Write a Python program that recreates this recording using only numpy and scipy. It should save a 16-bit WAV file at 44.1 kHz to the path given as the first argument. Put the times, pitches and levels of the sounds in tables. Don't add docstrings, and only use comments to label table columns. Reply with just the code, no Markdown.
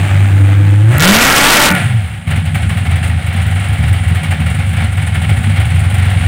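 import sys
import numpy as np
from scipy import signal
from scipy.fft import rfft, irfft, next_fast_len
from scipy.io import wavfile
from scipy.ndimage import uniform_filter1d, map_coordinates

SR = 44100
rng = np.random.default_rng(int(sys.argv[2]) if len(sys.argv) > 2 else 0)


def to_wav(sig):
    pcm = np.clip(np.atleast_2d(sig), -1, 1) * 32767
    pcm = np.round(pcm).astype(np.int16)
    wavfile.write(sys.argv[1], SR, pcm.T)


def nominal_scale(level):
    x = np.asarray(level, float) / 20
    return 10 ** x


N = 276507
TIME = np.arange(N) / SR

# time_s, shaft_turns_per_s
SPEED = [(0, 24.4), (.4, 24.7), (.7, 25.1), (.8, 25.7), (.89, 28), (.95, 33), (1.06, 45), (1.2, 59),
         (1.29, 65.5), (1.41, 70.3), (1.5, 73.4), (1.74, 74), (1.814, 63.8), (1.89, 52.5), (2.002, 42),
         (2.08, 30), (2.16, 25.5), (2.25, 24)]
# time_s, roar_db
THROTTLE = [
    (.8, -64),
    (.92, -28),
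    (1.0, -17.5),
    (1.03, -9),
    (1.25, -7),
    (1.69, -7.3),
    (1.75, -22),
    (1.93, -37),
    (2.1, -70),
]
# frequency_hz, level_db
PIPE = [(55, -38), (88, -8), (115, -3.5), (124, -11), (142, -15), (205, -7), (250, -22), (300, -21)]
# order_per_turn, level_db
SHARP_ORDERS = [(12, -26), (20, -35)]
# order_per_turn, level_db
COASTING_ORDERS = [(1.5, -23), (2, -10.5), (2.5, -5.5), (4, -21), (5, -23.5), (6, -27)]
# start_s, firings_count, spacing_s, boom_db
FIRING_RUNS = [(2.27, 3, 0.048, -2.5), (2.468, 2, 0.085, -2), (2.621, 3, 0.041, -2), (2.761, 2, .043, -2.5),
               (2.877, 2, .036, -2.5), (2.936, 4, 0.036, -1), (3.088, 3, 0.036, -0.5), (3.238, 2, .036, -3),
               (3.32, 4, .022, -5.5), (3.421, 2, .039, -1), (3.487, 4, .0217, -5), (3.603, 2, .04, -6.5),
               (3.689, 2, .029, 0), (3.787, 5, 0.026, 0.5), (3.911, 3, 0.045, -1.5),
               (4.061, 3, 0.046, -0.5), (4.25, 3, 0.034, -6.5), (4.401, 5, 0.025, -3.5),
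               (4.546, 4, .0425, -2), (4.733, 3, 0.036, -2.5), (4.838, 3, .04, -3.5), (4.973, 7, 0.048, -4),
               (5.29, 2, 0.019, 0), (5.371, 2, .017, 0.5), (5.433, 4, .031, -3.5), (5.58, 3, 0.038, 1.5),
               (5.672, 4, 0.034, -0.5), (5.812, 2, .046, 0.5), (5.93, 4, .044, -0.5), (6.114, 4, .044, 0.5)]
# time_s, level_db
BARKS = [(2.27, 14.5), (2.372, 23.5), (2.621, 1.5), (2.652, 22), (2.802, -1), (3.051, 4), (3.238, -17),
         (3.347, 18), (3.642, 7), (3.786, 9), (3.911, -8), (4.019, 3), (4.097, 21.5), (4.25, 15),
         (4.401, 23), (4.487, 19), (4.817, 22), (4.84, 18), (5.107, 9), (5.29, 12), (5.387, 17), (5.47, 25),
         (5.525, 13), (5.794, 0), (5.953, -2), (5.999, 12), (6.063, 2), (6.209, -3)]
# frequency_hz, width_hz
BOOM_MODE = (92, 31)
# frequency_hz, width_hz, level_db
BARK_MODES = [(154.5, 12.5, -5.5), (210, 19, -15.5), (272, 20, -29)]
# frequency_hz, level_db (per hz)
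ROAR_COLOUR = [(100, -30), (250, -9), (400, -9), (900, -8), (1500, -2), (2300, -3), (3200, -14),
               (4200, -25), (5800, -33), (7500, -24), (9200, -16), (11500, -36), (16000, -32)]
# frequency_hz, width_hz, level_db
SHELL_MODES = [(576.7, 55, 7), (751, 84, -6), (1405, 100, 9.5), (1704, 56, 3.5), (1910, 26, 10),
               (2187.5, 62, 6.5), (2754, 62, 7)]
# time_s, peak_db
CLICKS = [
    (0.9821, -0.5),
    (1.0069, 1.5),
    (1.7194, -14),
    (1.7512, -4.5),
]
# time_s, flow_db, lumpiness_db
FLOW = [(0, -23.5, -15.5), (.63, -27, -19.5), (.87, -27, -25), (.96, -13.5, -10.5), (1.1, 14, -22.5),
        (1.68, -11, -22.5), (1.8, -19, -13), (1.97, -28.5, -32), (2.25, -31, -26), (2.3, -25.5, -17.5),
        (2.9, -24, -16.5), (3.3, -26.5, -22.5), (3.4, -24, -20), (4.5, -24.5, -18), (5.8, -23.5, -19.5),
        (6.27, -22, -16)]
# start_s, chuffs_count, spacing_s, hiss_peak_db, rasp_over_hiss_db
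CHUFF_RUNS = [(2.272, 2, 0.035, -19.5, -0.5), (2.361, 3, 0.0935, -18.5, 4), (2.618, 3, 0.077, -23, 5.5),
              (2.852, 2, 0.059, -24, 8.5), (2.9586, 2, 0.07, -20, 4.5), (3.0434, 2, .033, -22, -20),
              (3.2664, 2, 0.063, -21, -6), (3.3647, 2, .054, -23, 1), (3.4645, 7, 0.0442, -24.5, 0.5),
              (3.78, 4, 0.05, -23, 1.5), (3.964, 2, 0.074, -30.5, 7), (4.0794, 2, 0.069, -22, 1.5),
              (4.2337, 2, 0.076, -17, 5), (4.4023, 2, 0.061, -21.5, 4.5), (4.5011, 3, 0.045, -21.5, 0.5),
              (4.6632, 2, 0.028, -23.5, -2), (4.7316, 4, 0.0366, -20.5, 1), (4.922, 4, 0.0487, -21, 3),
              (5.1456, 3, 0.074, -22.5, 6), (5.3686, 4, 0.064, -28, 9), (5.6006, 2, 0.055, -22, -8),
              (5.7039, 4, 0.0447, -23, -0.5), (5.8996, 4, 0.042, -19.5, -3), (6.0551, 2, 0.044, -21, -17)]
# frequency_hz, level_db (per hz)
FRONT_COLOUR = [(150, -38), (260, -12), (292, -2), (499, -17.5), (544, -9), (585, -9.5), (866, -6.5),
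                (931, -15.5), (1570, -8), (2010, -9), (2290, -8.5), (2880, -14), (3280, -16), (5450, -30),
                (8300, -27.5), (10800, -61), (18300, -120)]
# frequency_hz, level_db (per hz)
RASP_COLOUR = [(210, -29), (350, -9), (451, -10.5), (561, -5.5), (616, -10), (740, 2), (976, -10),
               (1330, -5.5), (1430, -5), (2240, 0), (2510, -4), (3130, -5), (5500, -22), (7150, -33),
               (12100, -120)]
# frequency_hz, level_db (per hz)
HISS_COLOUR = [(2940, -50), (5000, -32), (6320, -12.5), (9220, 4), (9720, 1), (11700, -21), (15200, -53),
               (22000, -120)]
# frequency_hz, level_db (per hz)
FIZZ_COLOUR = [(6760, -57), (11500, -30), (12100, -19), (15100, -9), (15700, -14.5)]
# pulling_db, idling_db
HISS_DB = (-14.5, -11.5)
# frequency_hz, level_db (per hz)
RUMBLE_COLOUR = [(25, -35), (50, -39), (70, 0.5), (100, 5.5), (125, -13), (150, 5), (190, -10.5),
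                 (225, -9.5), (280, -22), (310, -27.5), (600, -71)]

LOAD_DB, LOADED_S = -3, .5
THIRD_TOP_DB = -21.5
SHUT_S, CATCH_S = 1.69, 2.226
USUAL_BARK_DB, BOOM_SCATTER_DB, PUFF_SCATTER_DB = -14, 1.2, 1.8


def pull():
    rate, = curves(SPEED)
    angle = turns(rate * (1 + .004 * wobble(30)))

    octave = nominal_scale(-42 + .47 * rate + 3 * wobble(25)) * np.sin(8 * angle)
    even_db = along(PIPE, 4 * rate) + LOAD_DB * np.clip(1 - TIME / LOADED_S, 0, 1)
    even_db = even_db + 3.5 + (rate / 36) ** 1.8 * wobble(40)
    even = nominal_scale(even_db) * (np.sin(4 * angle) + octave)

    sounding = between(.2, 1.11, .2) * (TIME < .92) + between(1.02, 9, .03)
    once_a_turn = 1 + .55 * np.cos(angle + wobble(8))
    flutter = -sounding * once_a_turn * nominal_scale(2.5 * wobble(55) + .1 * (rate - rate[0]))
    sharp = flutter * sum(nominal_scale(db) * np.sin(order * angle) for order, db in SHARP_ORDERS)

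    third_db = np.minimum(curves(THROTTLE)[0], THIRD_TOP_DB)
    third = nominal_scale(third_db + 4.5 * wobble(45)) * np.sin(3 * angle)
    return between(-1, 1.76, 0.06) * (even + sharp + third), 4 * angle


def overrun():
    rate, = curves(SPEED)
    angle = turns(rate)
    tone = np.zeros(N)
    for order, db in COASTING_ORDERS:
        order_db = db + along(PIPE, order * rate) + 3.0 + 0.92 * order * wobble(36)
        tone += nominal_scale(order_db) * np.sin(order * angle)
    return between(SHUT_S, CATCH_S, 0.02) * tone


def idle():
    firing_s, boom_db = unrolled(FIRING_RUNS, BOOM_SCATTER_DB)
    pushes = taps(firing_s - .001, -nominal_scale(boom_db + 55))
    boom = filtered(pushes, lambda f: mode(f, *BOOM_MODE) ** 2 / (1 + 1j * f / 170) ** 2)

    loud_s, loud_db = np.transpose(BARKS)
    usual_db = USUAL_BARK_DB + 5.9 * (boom_db - boom_db.mean())
    bark_s = np.append(loud_s, firing_s)
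    bark_db = np.append(loud_db, usual_db)

    def upper_modes(f):
        return mode(f, 210, 87) ** 2 * sum(nominal_scale(db) * mode(f, hz, width) for hz, width, db in BARK_MODES)

    return boom + filtered(taps(bark_s + 0.0022, nominal_scale(0.86 * bark_db + 31.5)), upper_modes)


def roar(firing):
    level_db, = curves(THROTTLE)
    starts_s = np.flatnonzero(np.diff(np.floor(firing / (2 * np.pi)))) / SR
    cracks = taps(starts_s, nominal_scale(2.5 * rng.standard_normal(len(starts_s))))
    gated = (1 + .25 * np.cos(firing)) * rng.standard_normal(N)
    blast = .7 * coloured(cracks, ROAR_COLOUR) + coloured(gated, ROAR_COLOUR)
    return nominal_scale(level_db + .7 * wobble(60)) * shell(blast, ring_db=0)


def clicks():
    click_s, peak_db = np.transpose(CLICKS)
    t = np.arange(SR // 50) / SR
    burst = nominal_scale(-60 * t / .003) * rng.standard_normal(len(t))
    return signal.fftconvolve(taps(click_s, nominal_scale(peak_db + 2.5)), burst)[:N]


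def gas(firing):
    flow_db, rumble_db = curves(FLOW)
    chuff_s, peak_db, over_db = unrolled(CHUFF_RUNS, PUFF_SCATTER_DB)
    front = nominal_scale(-0.7) * (1 + .3 * np.sin(firing)) * turbulence(FRONT_COLOUR)
    rasp = nominal_scale(-1.27) * chuffing(chuff_s, peak_db + over_db, drain_s=0.047, leak=0.83)
    rasp = rasp * shell(turbulence(RASP_COLOUR), ring_db=-14.5)
    hiss = nominal_scale(-0.76) * chuffing(chuff_s, peak_db, drain_s=0.011, leak=0.32) * turbulence(HISS_COLOUR)
    fizz = nominal_scale(-7) * chuffing(chuff_s, 1.2 * peak_db, drain_s=.015, leak=.22) * turbulence(FIZZ_COLOUR)

    pulling, idling = between(-1, 1, .08), between(1.72, 9, .05)
    hiss_gain = pulling * nominal_scale(HISS_DB[0]) + idling * nominal_scale(HISS_DB[1])
    jet = pulling * front + idling * rasp + hiss_gain * (hiss + (1 + .5 * pulling) * fizz)
    rumble = coloured(rng.standard_normal(N), RUMBLE_COLOUR)
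    return nominal_scale(flow_db) * jet + nominal_scale(rumble_db + 0.5) * rumble


def turbulence(colour):
    gusts = nominal_scale(0.86 * wobble(13) + 1.06 * wobble(200))
    return gusts * coloured(rng.standard_normal(N), colour)


def chuffing(start_s, db, drain_s, leak):
    t = np.arange(SR // 8) / SR
    puff = (1 - np.exp(-t / .005)) * np.exp(-t / drain_s)
    pushes = taps(start_s - .003, nominal_scale(db - np.mean(db)))
    pressure = np.abs(signal.fftconvolve(pushes, puff)[:N]) + leak
    return pressure / uniform_filter1d(pressure, size=SR // 4)


def shell(x, ring_db):
    def response(f):
        return 1 + sum(nominal_scale(db + ring_db) * mode(f, hz, width) for hz, width, db in SHELL_MODES)

    return unit(filtered(x, response))


def mode(f, hz, width):
    return 1j * f * width / (hz * hz - f * f + 1j * f * width)


def turns(rate):
    return 2 * np.pi * np.cumsum(rate) / SR


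def unrolled(runs, scatter_db):
    start_s, count, spacing_s, *levels_db = np.array(runs).T[..., None]
    k = np.arange(8)
    used = k < np.round(count)
    times = (start_s + k * spacing_s)[used]
    return [times] + [(db + scatter_db * rng.standard_normal(used.shape))[used] for db in levels_db]


def taps(times, gains):
    return np.bincount(np.round(times * SR).astype(int), gains, N)[:N]


def filtered(x, response):
    m = next_fast_len(N + SR // 2)
    return irfft(rfft(x, m) * response(np.fft.rfftfreq(m, 1 / SR)), m)[..., :N]


def coloured(x, points):
    return unit(filtered(x, lambda hz: nominal_scale(along(points, hz))))


def along(points, hz):
    f, db = np.transpose(points)
    return np.interp(np.log(hz + 1), np.log(f + 1), db)


def unit(x):
    return x / np.sqrt(np.mean(x ** 2) + 1e-20)


def curves(rows):
    s, *cols = np.transpose(rows)
    return [np.interp(TIME, s, c) for c in cols]


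def wobble(rate):
    return map_coordinates(rng.standard_normal(int(N * rate / SR) + 4), [TIME * rate])


def between(start, stop, fade):
    return np.clip(np.minimum(TIME - start, stop - TIME) / fade, 0, 1)


def scene():
    tone, firing = pull()
    return (tone + overrun() + idle() + roar(firing) + clicks() + gas(firing))[None]


def roll_off(x):
    return signal.sosfilt(signal.butter(12, 16440, fs=SR, output="sos"), x)


def record(dry):
    def lift(hz):
        return (1 + 1j * hz / 900) / (1 + 1j * hz / 2200)

    def dulling(hz):
        top = np.where(hz < 15800, 1, .15)
        shelf = 1 - 0.3 / (1 + (9500 / (hz + 1)) ** 8)
        notch = 1 - 0.4 * np.abs(mode(hz, 5050, 2180))
        return top * shelf * notch

    flat = nominal_scale(1.0) * filtered(dry, lambda hz: (1j * hz / (42 + 1j * hz)) ** 3 / lift(hz))
    soft = flat / (1 + np.abs(flat / .82) ** 12) ** (1 / 12)
    bright = filtered(soft, lift)
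    squeezed = bright / (1 + np.abs(bright / 1.15) ** 4) ** (1 / 4)
    full = .87
    wrapped = (squeezed + full) % (2 * full) - full
    return roll_off(nominal_scale(0.5) * filtered(wrapped, dulling))


dry = scene()
out = record(dry)
to_wav(out)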